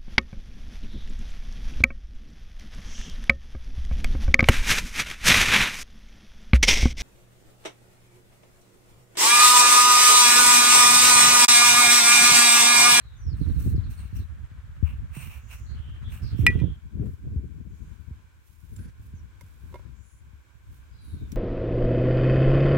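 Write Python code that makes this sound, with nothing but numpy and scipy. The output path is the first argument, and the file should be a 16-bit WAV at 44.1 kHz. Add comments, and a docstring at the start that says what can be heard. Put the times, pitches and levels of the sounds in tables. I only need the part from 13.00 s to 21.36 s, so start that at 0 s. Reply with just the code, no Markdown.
"""A dry wooden stick is rubbed and shifted by hand on a stump, then knocks down once and rings.
Next a knife is taken up and a fire steel is nudged: light brushing, small ticks and dull bumps.
Wind buffets the two microphone openings (ports), each on its own, making a low, lumpy rumble.
Far off, birds and insects call faintly over the hush of a garden."""
import sys
import numpy as np
from scipy import signal
from scipy.fft import rfft, irfft
from scipy.io import wavfile

SR = 44100
rng = np.random.default_rng(int(sys.argv[2]) if len(sys.argv) > 2 else 0)


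def transcribe(u):
    """Save the signal u as a 16-bit wav file named by the first command-line argument.

    u: samples, shape (n,) or (channels, n), limited to [-1, 1]; the rate is SR.
    q: integer samples, one column per channel.
    """
    v = np.clip(np.atleast_2d(u).T, -1, 1)
    q = np.round(v * 32767).astype(np.int16)
    wavfile.write(sys.argv[1], SR, q)


N = 368676
TIME = np.arange(N) / SR


def from_db(db):
    """Turn decibels into a gain to multiply by."""
    return 10 ** (np.asarray(db) / 20)


def rms_one(x):
    """Scale a signal so that its average strength (rms) is 1."""
    return x / np.sqrt(np.mean(x ** 2) + 1e-20)


def in_time(rows):
    """Join a table's points with straight lines: one curve for each column after the time."""
    times, *columns = np.transpose(rows)
    return [np.interp(TIME, times, column) for column in columns]


def at_hz(colour, hz):
    """Read the level at hz from a colour: a table of how strong each frequency is."""
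    freqs, db = np.transpose(colour)
    return np.interp(np.log(hz), np.log(freqs), db)


def filtered(x, hz, kind, order=2):
    """Keep the "low" part, the "high" part or one "band" of a sound."""
    sections = signal.butter(order, np.clip(hz, 10, .45 * SR), kind, fs=SR, output="sos")
    return signal.sosfilt(sections, x + 1e-18)


def pan(lean_db):
    """Left and right gains; the lean says how much louder the left side is."""
    return rms_one(from_db([[lean_db / 2], [-lean_db / 2]]))


def drift(per_s):
    """A random wobble of typical size 1 that heads for a new value per_s times a second."""
    knots = rng.standard_normal(4000)
    return rms_one(np.interp(TIME * per_s, np.arange(len(knots)), knots))


def noise(colour, alike=0.):
    """Stereo noise that fades steeply past its colour's ends; alike=1 makes both sides the same."""
    hz = np.maximum(np.arange(N // 2 + 1) * SR / N, 1)
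    low_fade = np.minimum(hz / colour[0][0], 1) ** 2
    high_fade = np.minimum(colour[-1][0] / hz, 1) ** 4
    gain = from_db(at_hz(colour, hz)) * low_fade * high_fade
    mid, side = irfft(rfft(rng.standard_normal((2, N))) * gain, N)
    return rms_one(np.sqrt(1 + alike) * mid + np.sqrt(1 - alike) * side * [[1], [-1]])


def fade(t60, t):
    """A gain that drops by 60 dB in t60 seconds, the fade time."""
    return from_db(-60 * t / t60)


def ring(hz, t60, t):
    """One dying tone of a struck object."""
    return np.sin(2 * np.pi * hz * t) * fade(t60, t)


def swell(s, hold_s, rise_s, fall_s):
    """A gain that reaches 1 at time s, holds, then dies away; rise and fall each cover 20 dB."""
    return from_db(-20 * np.clip(np.maximum((s - TIME) / rise_s, (TIME - s - hold_s) / fall_s), 0, 10))


def noise_swells(rows, colour, rise_s, fall_s, grain_db, grains_per_s, alike=.2):
    """Swells of noise, roughened by a quick flicker in level."""
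    power = sum((from_db(db) * swell(s, hold_s, rise_s, fall_s)) ** 2 for s, hold_s, db in rows)
    grain = from_db(grain_db * drift(grains_per_s))
    return np.sqrt(power) * grain * noise(colour, alike)


def add(out, s, sound):
    """Mix a short sound in at time s."""
    i = max(int(s * SR), 0)
    out[:, i:i + sound.shape[-1]] += sound[..., :N - i]


# How the hush rises and falls: t/s, level/dB (in all tables, levels are before any further gains)
HUSH_LEVELS = [(3.9, -72.5), (4.66, -72), (4.93, -67.5), (5.5, -75), (5.9, -70.5), (6.87, -68.5),
               (7.14, -72.5), (8.36, -67)]
# Colours of the low hush and the high hiss: f/Hz, level/dB
HUSH_COLOUR = [(300, 3), (750, -9), (1030, 1.5), (1250, -5.5), (1550, 3.5), (1950, -12.5), (2300, -2),
               (2700, -11), (3200, -9.5), (4500, -16), (8000, -19)]
HISS_COLOUR = [(2000, 6.5), (4500, -8), (7400, 0.5), (9000, -6.5), (12000, -4.5), (16000, -4.5)]


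def garden(hush_gain_db=5.0, waver_db=.8, hiss_db=-73):
    """A distant hush wavers a little over an even hiss."""
    level_db, = in_time(HUSH_LEVELS)
    hush = from_db(level_db + hush_gain_db + waver_db * drift(12)) * noise(HUSH_COLOUR, alike=0.067)
    return hush + from_db(hiss_db) * noise(HISS_COLOUR)


# Swells of a midrange hush: t/s, hold/s, level/dB
MID_SWELLS = [(0.0, 3.73, -63.5), (0.35, 0.65, -63.5), (2.75, 0.89, -63.5), (4.04, 0.029, -64)]
# Their colour: f/Hz, level/dB
MID_COLOUR = [(450, -3.5), (800, -6.5), (1350, 1), (1700, 1), (2000, -4.5), (2800, -9.5), (3300, -11),
              (5000, -21), (9000, -23.5)]


def midrange_hush():
    """A soft, steady midrange hush through the first half, with one brief swell after it."""
    return noise_swells(MID_SWELLS, MID_COLOUR, rise_s=0.14, fall_s=0.11, grain_db=1.93, grains_per_s=60)


# A bird's quick run: start t/s, end t/s, notes per s, start f/Hz and end f/Hz of each note,
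# first level/dB, last level/dB
TRILL = (0.40, 1.25, 14, 4450, 3750, -73, -77.5)


def trill_notes(note_s=.06, width_hz=320, vary_db=3.5):
    """List the run as short falling whistles, uneven and tending to grow weaker."""
    start_s, end_s, per_s, start_hz, end_hz, first_db, last_db = TRILL
    times = np.arange(start_s, end_s, 1 / per_s)
    levels = np.linspace(first_db, last_db, len(times)) + vary_db * rng.standard_normal(len(times))
    return [(s, note_s, start_hz, end_hz, db, width_hz) for s, db in zip(times, levels)]


# Falling bird whistles: t/s, length/s, start f/Hz, end f/Hz, level/dB, width of the blur/Hz
WHISTLES = [(0.0, .19, 4170, 3560, -74.5, 220), (0.16, 0.18, 6420, 5010, -73, 80),
            (0.27, 0.095, 5400, 3750, -72.5, 80), (0.755, 0.028, 5500, 3870, -71.5, 100),
            (3.218, .125, 5300, 3950, -65.5, 524), (6.142, .068, 6800, 5550, -79, 250),
            (7.9, 0.33, 4960, 4090, -81, 250), (7.935, .36, 4120, 3600, -77, 110.6)]
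# Hoarse bird calls and insect buzzes, each on one pitch: t/s, length/s, f/Hz, level/dB
HOARSE_CALLS = [(2.657, .12, 4250, -72), (2.735, .28, 3090, -70.5), (3.038, .09, 3416, -67),
                (3.318, .45, 3250, -68.5)]
BUZZES = [(2.39, .35, 6630, -75.5), (4.674, .3, 6760, -84.5), (5.72, .15, 9900, -76),
          (6.937, 0.28, 7000, -79.5), (7.02, .19, 9900, -80), (8.006, .17, 9980, -76)]


def birds_and_insects(gain_db=9.5, hoarse_width_hz=280, buzz_width_hz=850, echo_db=-9, echo_t60=0.43):
    """Calls are blurred into narrow bands of noise by distance and by echoes from the trees."""
    hoarse = [(s, length, hz, hz, db, hoarse_width_hz) for s, length, hz, db in HOARSE_CALLS]
    buzzes = [(s, length, hz, hz, db, buzz_width_hz) for s, length, hz, db in BUZZES]
    calls = np.zeros((2, N))
    for s, length, start_hz, end_hz, db, width_hz in WHISTLES + trill_notes() + hoarse + buzzes:
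        progress = np.linspace(0, 1, int(length * SR))
        white = rng.standard_normal((2, SR)) + 1j * rng.standard_normal((2, SR))
        blur = filtered(white, width_hz / 2, "low", order=1)
        blur = filtered(blur, 2 * width_hz, "low")[:, -len(progress):]
        tone = np.exp(2j * np.pi * np.cumsum(start_hz + (end_hz - start_hz) * progress) / SR)
        arch = np.sqrt(4 * progress * (1 - progress))
        add(calls, s, from_db(db + gain_db) * arch * rms_one((blur * tone).real))
    t = TIME[:SR // 2]
    trees = rms_one(rng.standard_normal((2, len(t))) * fade(echo_t60, t)) / np.sqrt(len(t))
    return calls + from_db(echo_db) * signal.fftconvolve(calls, trees, axes=1)[:, :N]


# The breeze between gusts: t/s, level/dB, lean/dB
BREEZE = [(0, -41.5, 3.5), (1.6, -43.5, -1), (2.25, -39.5, -2.5), (2.5, -39.5, -0.5), (3.8, -40, 6),
          (5.05, -45, 21), (5.3, -55, -2), (5.45, -60, 4.5), (5.58, -49, 14), (5.9, -48, 4),
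          (7.05, -47.5, 11.5), (7.5, -56.5, -5), (8.36, -40.5, 4.5)]
# Gusts reaching the ports: t/s, hold/s, level/dB, lean/dB
GUSTS = [(0.269, 0.078, -26, -6.5), (0.417, 0.1, -22.5, -8), (0.568, .19, -22.5, -1.5),
         (0.813, .11, -31, -2), (0.989, 0.055, -32.5, 8), (1.152, 0.07, -29, 3.5), (1.299, 0.14, -37.5, -7),
         (1.526, .07, -42, 14), (1.90, 0.15, -33, -0.5), (2.72, 0.19, -35, -7.5), (3.064, 0.052, -33.5, 3),
         (3.232, 0.25, -29, -7.5), (3.445, .05, -18.5, -3), (3.56, .12, -22.5, -10), (3.97, 0.12, -28.5, 9),
         (4.25, 0.18, -33, -1), (4.50, 0.4, -40.5, 6), (5.74, .12, -37, -0.5), (6.00, 0.28, -43.5, 0),
         (6.63, .15, -42.5, 7), (7.672, 0.082, -43.5, 2), (8.11, .18, -35, 3.5)]


def airflow_db(waver_db=3.0, wavers_per_s=9):
    """How strongly the air blows at each port: gusts ride on a wavering breeze."""
    level_db, lean_db = in_time(BREEZE)
    share = from_db(np.array([lean_db, -lean_db]) / 2) ** 2
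    waver = waver_db * np.array([drift(wavers_per_s), drift(wavers_per_s)])
    power = from_db(level_db + waver) ** 2 * share / share.mean(axis=0)
    for s, hold_s, db, side_db in GUSTS:
        power += (from_db(db) * pan(side_db) * swell(s, hold_s, rise_s=.07, fall_s=.08)) ** 2
    return 10 * np.log10(power)


# Colour of the wind's rumble: f/Hz, level/dB
WIND_COLOUR = [(24, -20.5), (40, -5), (55, 6.5), (68, 5.5), (85, 3), (120, -5), (170, -9.5), (250, -16),
               (350, -24.5), (500, -38.5), (700, -54), (1100, -68.5)]
# How fine the swirls are (finer sounds brighter): t/s, tilt/dB per octave
WIND_FINENESS = [(0, -6), (1.0, -5), (3.2, -4), (3.6, -0.5), (4.05, 1.5), (4.7, 2.5), (5.3, 2.5), (7.7, 0),
                 (8.1, 1.5)]


def wind(flow_brightens=0.4, lump_brightens=.12, usual_db=-32, lumpy_db=4.6, lumps_per_s=36, port_hz=40):
    """Air hits each port in lumps; a lump breaks into smaller swirls, so its peak sounds brighter."""
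    edges_hz = 20 * 2 ** (np.arange(12) / 2)
    centres_hz = np.sqrt(edges_hz[1:] * edges_hz[:-1])
    window = np.hanning(SR // 5) / np.hanning(SR // 5).sum()
    fine_db, = in_time(WIND_FINENESS)
    ports = []
    for flow_db in airflow_db():
        lump_db = lumpy_db * drift(lumps_per_s)
        white = rng.standard_normal((2, N))
        tilt_db = fine_db + flow_brightens * (flow_db - usual_db) + lump_brightens * lump_db
        air = 0
        for k, hz in enumerate(centres_hz):
            octaves = np.clip(np.log2(hz / 80), 0, 2.5)
            band = rms_one(filtered(white[k % 2], edges_hz[k:k + 2], "band", order=3))
            air += np.sqrt(hz) * from_db(at_hz(WIND_COLOUR, hz) + lump_db + octaves * tilt_db) * band
        air = filtered(air, port_hz, "high")
        # lumps share out the energy of the flow without changing its average
        running_rms = np.sqrt(signal.fftconvolve(air ** 2, window, "same"))
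        ports.append(from_db(flow_db) * air / running_rms)
    return np.array(ports)


# Single swirls of air that thump a port: t/s, level/dB, final f/Hz, lean/dB
EDDIES = [(0.672, -16.5, 110.6, -22), (0.778, -18, 91, 18), (1.127, -27.5, 80.7, -14),
          (1.514, -34, 70.6, 19), (1.826, -11.5, 74.5, 29), (2.165, -31.5, 133, -16),
          (3.389, -14.5, 103.5, -25), (3.613, -16.5, 117.5, -20), (3.995, -21.5, 105.6, 4),
          (4.037, -35, 152, 12), (4.359, -19, 69, 7), (5.108, -29, 69.7, -1), (5.77, -36, 87.6, -14),
          (6.136, -32, 79, -7), (6.432, -39.5, 88, 3), (6.917, -40, 65, 12), (7.331, -40.5, 69.3, 8.5)]


def eddies(swell_s=0.011, extra_speed=3.1, settle_s=0.0032, top_hz=480):
    """A swirl hits with a quick edge, then swings a few times more slowly."""
    out, t = np.zeros((2, N)), TIME[:SR // 6]
    thump = t / swell_s * np.exp(1 - t / swell_s)
    for s, db, hz, lean_db in EDDIES:
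        cycles = hz * (t + extra_speed * settle_s * (1 - np.exp(-t / settle_s)))
        add(out, s, -from_db(db) * pan(lean_db) * thump * np.sin(2 * np.pi * cycles))
    return filtered(out, top_hz, "low", order=3)


# Fingers touching the knife and the fire steel: t/s, hold/s, level/dB
BRUSHES = [(4.05, .07, -76), (4.75, .3, -83), (5.47, 0.06, -73.5), (5.60, .22, -75.5), (6.03, .04, -74.5),
           (6.43, .32, -76.5), (7.73, 0.038, -73), (8.05, 0.37, -78.5)]
# Their colour: f/Hz, level/dB
BRUSH_COLOUR = [(2500, -7), (5000, -10.5), (7500, -7.5), (10500, -6.5), (12500, -6), (15500, -6)]


def finger_brushes(gain_db=6.5):
    """Skin slides lightly over the tools with a thin hiss."""
    hiss = noise_swells(BRUSHES, BRUSH_COLOUR, rise_s=0.087, fall_s=0.15,
                        grain_db=2, grains_per_s=200, alike=0)
    return from_db(gain_db) * pan(-5.5) * hiss


# The knife leaving the stump: t/s, hold/s, level/dB
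DRAG = [(5.78, 0.11, -61.5)]
# Its colour: f/Hz, level/dB
DRAG_COLOUR = [(400, 1.5), (850, -17), (1350, -5), (1520, 6), (1750, -5), (3000, -12), (7000, -16),
               (10000, -18)]


def knife_drag():
    """The knife slides off the wood with a short, rough scrape."""
    return noise_swells(DRAG, DRAG_COLOUR, rise_s=0.033, fall_s=0.041, grain_db=4.5, grains_per_s=87)


# Light ticks of the tools: t/s, level/dB, f/Hz, fade time/s
TICKS = [(4.059, -58, 7360, .02), (5.763, -43.5, 7390, 0.035), (6.410, -42, 2134, 0.031),
         (6.464, -55, 10640, 0.0097), (6.744, -56, 3530, 0.034), (8.319, -37, 5660, 0.013)]


def tool_ticks(snap_db=-7, snap_t60=0.049, tone_db=-4):
    """Each small, hard contact gives a bright snap and one short tone."""
    out, t = np.zeros((2, N)), TIME[:SR // 8]
    for s, db, hz, t60 in TICKS:
        bright = filtered(rng.standard_normal((2, len(t))), 1540, "high", order=1)
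        snap = from_db(snap_db) * fade(snap_t60, t) * bright
        tone = from_db(tone_db) * ring(hz, t60, t)
        add(out, s, from_db(db) * pan(-3.21) * (snap + tone))
    return out


# The stick and the tools bumping the stump: t/s, level/dB
BUMPS = [(3.466, -40), (3.618, -47), (4.058, -57), (6.410, -51.5), (6.727, -51), (6.742, -37),
         (6.756, -39.5), (6.794, -51)]
# The stump's own tones: f/Hz, level/dB, fade time/s
STUMP_TONES = [(387, 1, 0.09), (528, 4, 0.05), (585, -3, 0.072), (968, 3.5, 0.056), (1090, -4, 0.043),
               (1400, -10.5, .04), (2137, -7.5, 0.07), (2790, -25, .025), (3670, -22.5, 0.065)]


def stump_bumps(vary_db=1.5, scuff_db=-6, scuff_t60=0.044):
    """Each dull blow rings the stump a little differently and adds a small scuff."""
    out, t = np.zeros((2, N)), TIME[:SR // 4]
    for s, db in BUMPS:
        body = sum(from_db(tone_db + vary_db * rng.normal()) * rng.choice([-1, 1]) * ring(hz, t60, t)
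                   for hz, tone_db, t60 in STUMP_TONES)
        dull = filtered(rng.standard_normal((2, len(t))), [350, 2500], "band", order=1)
        scuff = from_db(scuff_db) * fade(scuff_t60, t) * dull
        add(out, s, from_db(db) * pan(-5.1) * (body / 2 + scuff))
    return out


# Strokes of hand and stick on the stump: t/s, hold/s, level/dB, extra for body/dB, extra for squeak/dB
RUBS = [(0.37, 0.2, -68.5, -5, 1), (0.6, 0.1, -54.5, -12, -14), (0.909, 0.019, -58, -6, -3),
        (0.993, .08, -69, 3.5, -6), (1.169, 0.0052, -58.5, -1, 7), (1.866, 0.038, -65, 12, -8),
        (2.152, 0.026, -53.5, 3.5, -1), (2.211, 0.041, -52, 2.5, -3), (2.306, 0.065, -59.5, 4.5, -8),
        (2.514, 0.022, -53, 2.5, -1), (3.124, 0.029, -55, 2, -2), (3.226, 0.1, -71, 3.5, -4),
        (3.392, .025, -57, 0, -6), (3.51, 0.061, -67.5, 9, -4.5)]
# Colours of the rubbing hiss and of the stick's ringing body: f/Hz, level/dB
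RUB_HISS_COLOUR = [(3000, -18), (3700, -7), (4300, -6), (5100, -15), (5700, -5), (6400, -8), (7200, -6),
                   (8800, -1.5), (10800, -7.5), (12200, -4.5), (14000, -2.5), (16000, -1.5)]
RUB_BODY_COLOUR = [(450, -12.5), (1000, -5.5), (1900, -7), (2400, 0.5), (2750, 3), (3200, -12.5),
                   (4500, -31.5)]


def stick_rubs(hiss_gain_db=0.5, grain_db=1.5, grains_per_s=300,
               squeak_width_hz=260, catch_db=4.5, wander=.012, wanders_per_s=14):
    """Wood fibres catch and slip: a grainy hiss, the held stick's broad ring and wandering squeaks."""
    hiss_gain, body_gain, squeak_gain = np.zeros((3, N))
    for s, hold_s, level_db, body_db, squeak_db in RUBS:
        stroke = from_db(level_db) * swell(s, hold_s, rise_s=0.033, fall_s=.08)
        hiss_gain += stroke * from_db(hiss_gain_db)
        body_gain += stroke * from_db(body_db)
        squeak_gain += stroke * from_db(squeak_db)
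    squeaks = 0
    for hz in (2760, 5700, 8760, 14000):
        cycles = np.cumsum(hz * (1 + wander * drift(wanders_per_s))) / SR
        blur = filtered(rng.standard_normal((2, N)), squeak_width_hz / 2, "low", order=1)
        catching = from_db(catch_db * drift(11))   # each squeak comes and goes
        squeaks += catching * blur * np.sin(2 * np.pi * cycles)
    grain = from_db(grain_db * drift(grains_per_s))
    hiss = hiss_gain * noise(RUB_HISS_COLOUR)
    body = body_gain * noise(RUB_BODY_COLOUR, alike=0.32)
    return grain * pan(-1.8) * (hiss + body + squeak_gain * rms_one(squeaks))


# The stick hits the stump, one loud knock and three faint taps: t/s, level/dB, contact softness/ms
KNOCKS = [(3.4653, 2.5, 0.9), (3.504, -32, .5), (3.590, -37, 0.8), (3.600, -32.5, 0.99)]
# The stick's own tones: f/Hz, level/dB, fade time/s, lean/dB
STICK_TONES = [(882, -22.5, 0.012, -7.5), (1317, -16, 0.014, -9), (1950, -10, .125, -1),
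               (2434, -10, .083, -1), (2670, -15, 0.022, -3.5), (2870, -10.5, 0.016, -3.5),
               (3413, -21, 0.014, -4.5), (4038, -14.5, 0.012, -3), (5410, -22.5, 0.033, -4),
               (6484, -24, 0.014, -1.5), (7983, -21, .015, 2.5), (8500, -25.5, 0.011, -1.5),
               (14060, -23.5, .01, -9.5)]


def stick_knocks(crack_db=-19, crack_t60=0.014, tail_db=-47, tail_t60=.22, lag_s=.000045):
    """Each blow rings the stick; a short crack leads and the ground scatters a faint tail."""
    out, t = np.zeros((2, N)), TIME[:SR // 2]
    port_t = np.maximum(t - [[lag_s], [0]], 0)   # the left port is a little farther away
    tones = sum((-1) ** k * from_db(db) * pan(lean_db) * ring(hz, t60, port_t)
                for k, (hz, db, t60, lean_db) in enumerate(STICK_TONES))
    for s, db, soft_ms in KNOCKS:
        bright = filtered(rng.standard_normal(tones.shape), 900, "high")
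        crack = from_db(crack_db) * fade(crack_t60, t) * bright
        scatter = filtered(rng.standard_normal(tones.shape), [1200, 3500], "band", order=1)
        tail = from_db(tail_db) * fade(tail_t60, t) * scatter
        contact = 1 - np.exp(-t * 1000 / soft_ms)
        add(out, s, from_db(db) * contact * (tones + crack + tail))
    return out


def scene():
    """Stick and tools close by, wind on the ports, the garden beyond."""
    stick = stick_rubs() + stick_knocks()
    hush = midrange_hush()
    tools = finger_brushes() + tool_ticks() + stump_bumps() + knife_drag()
    return stick + tools + wind() + eddies() + birds_and_insects() + hush + garden()


def record(dry):
    """Cut away the very highest treble steeply."""
    cutoff_hz = 15900
    return signal.sosfilt(signal.ellip(10, .1, 80, cutoff_hz, fs=SR, output="sos"), dry)


dry = scene()
out = record(dry)
transcribe(out)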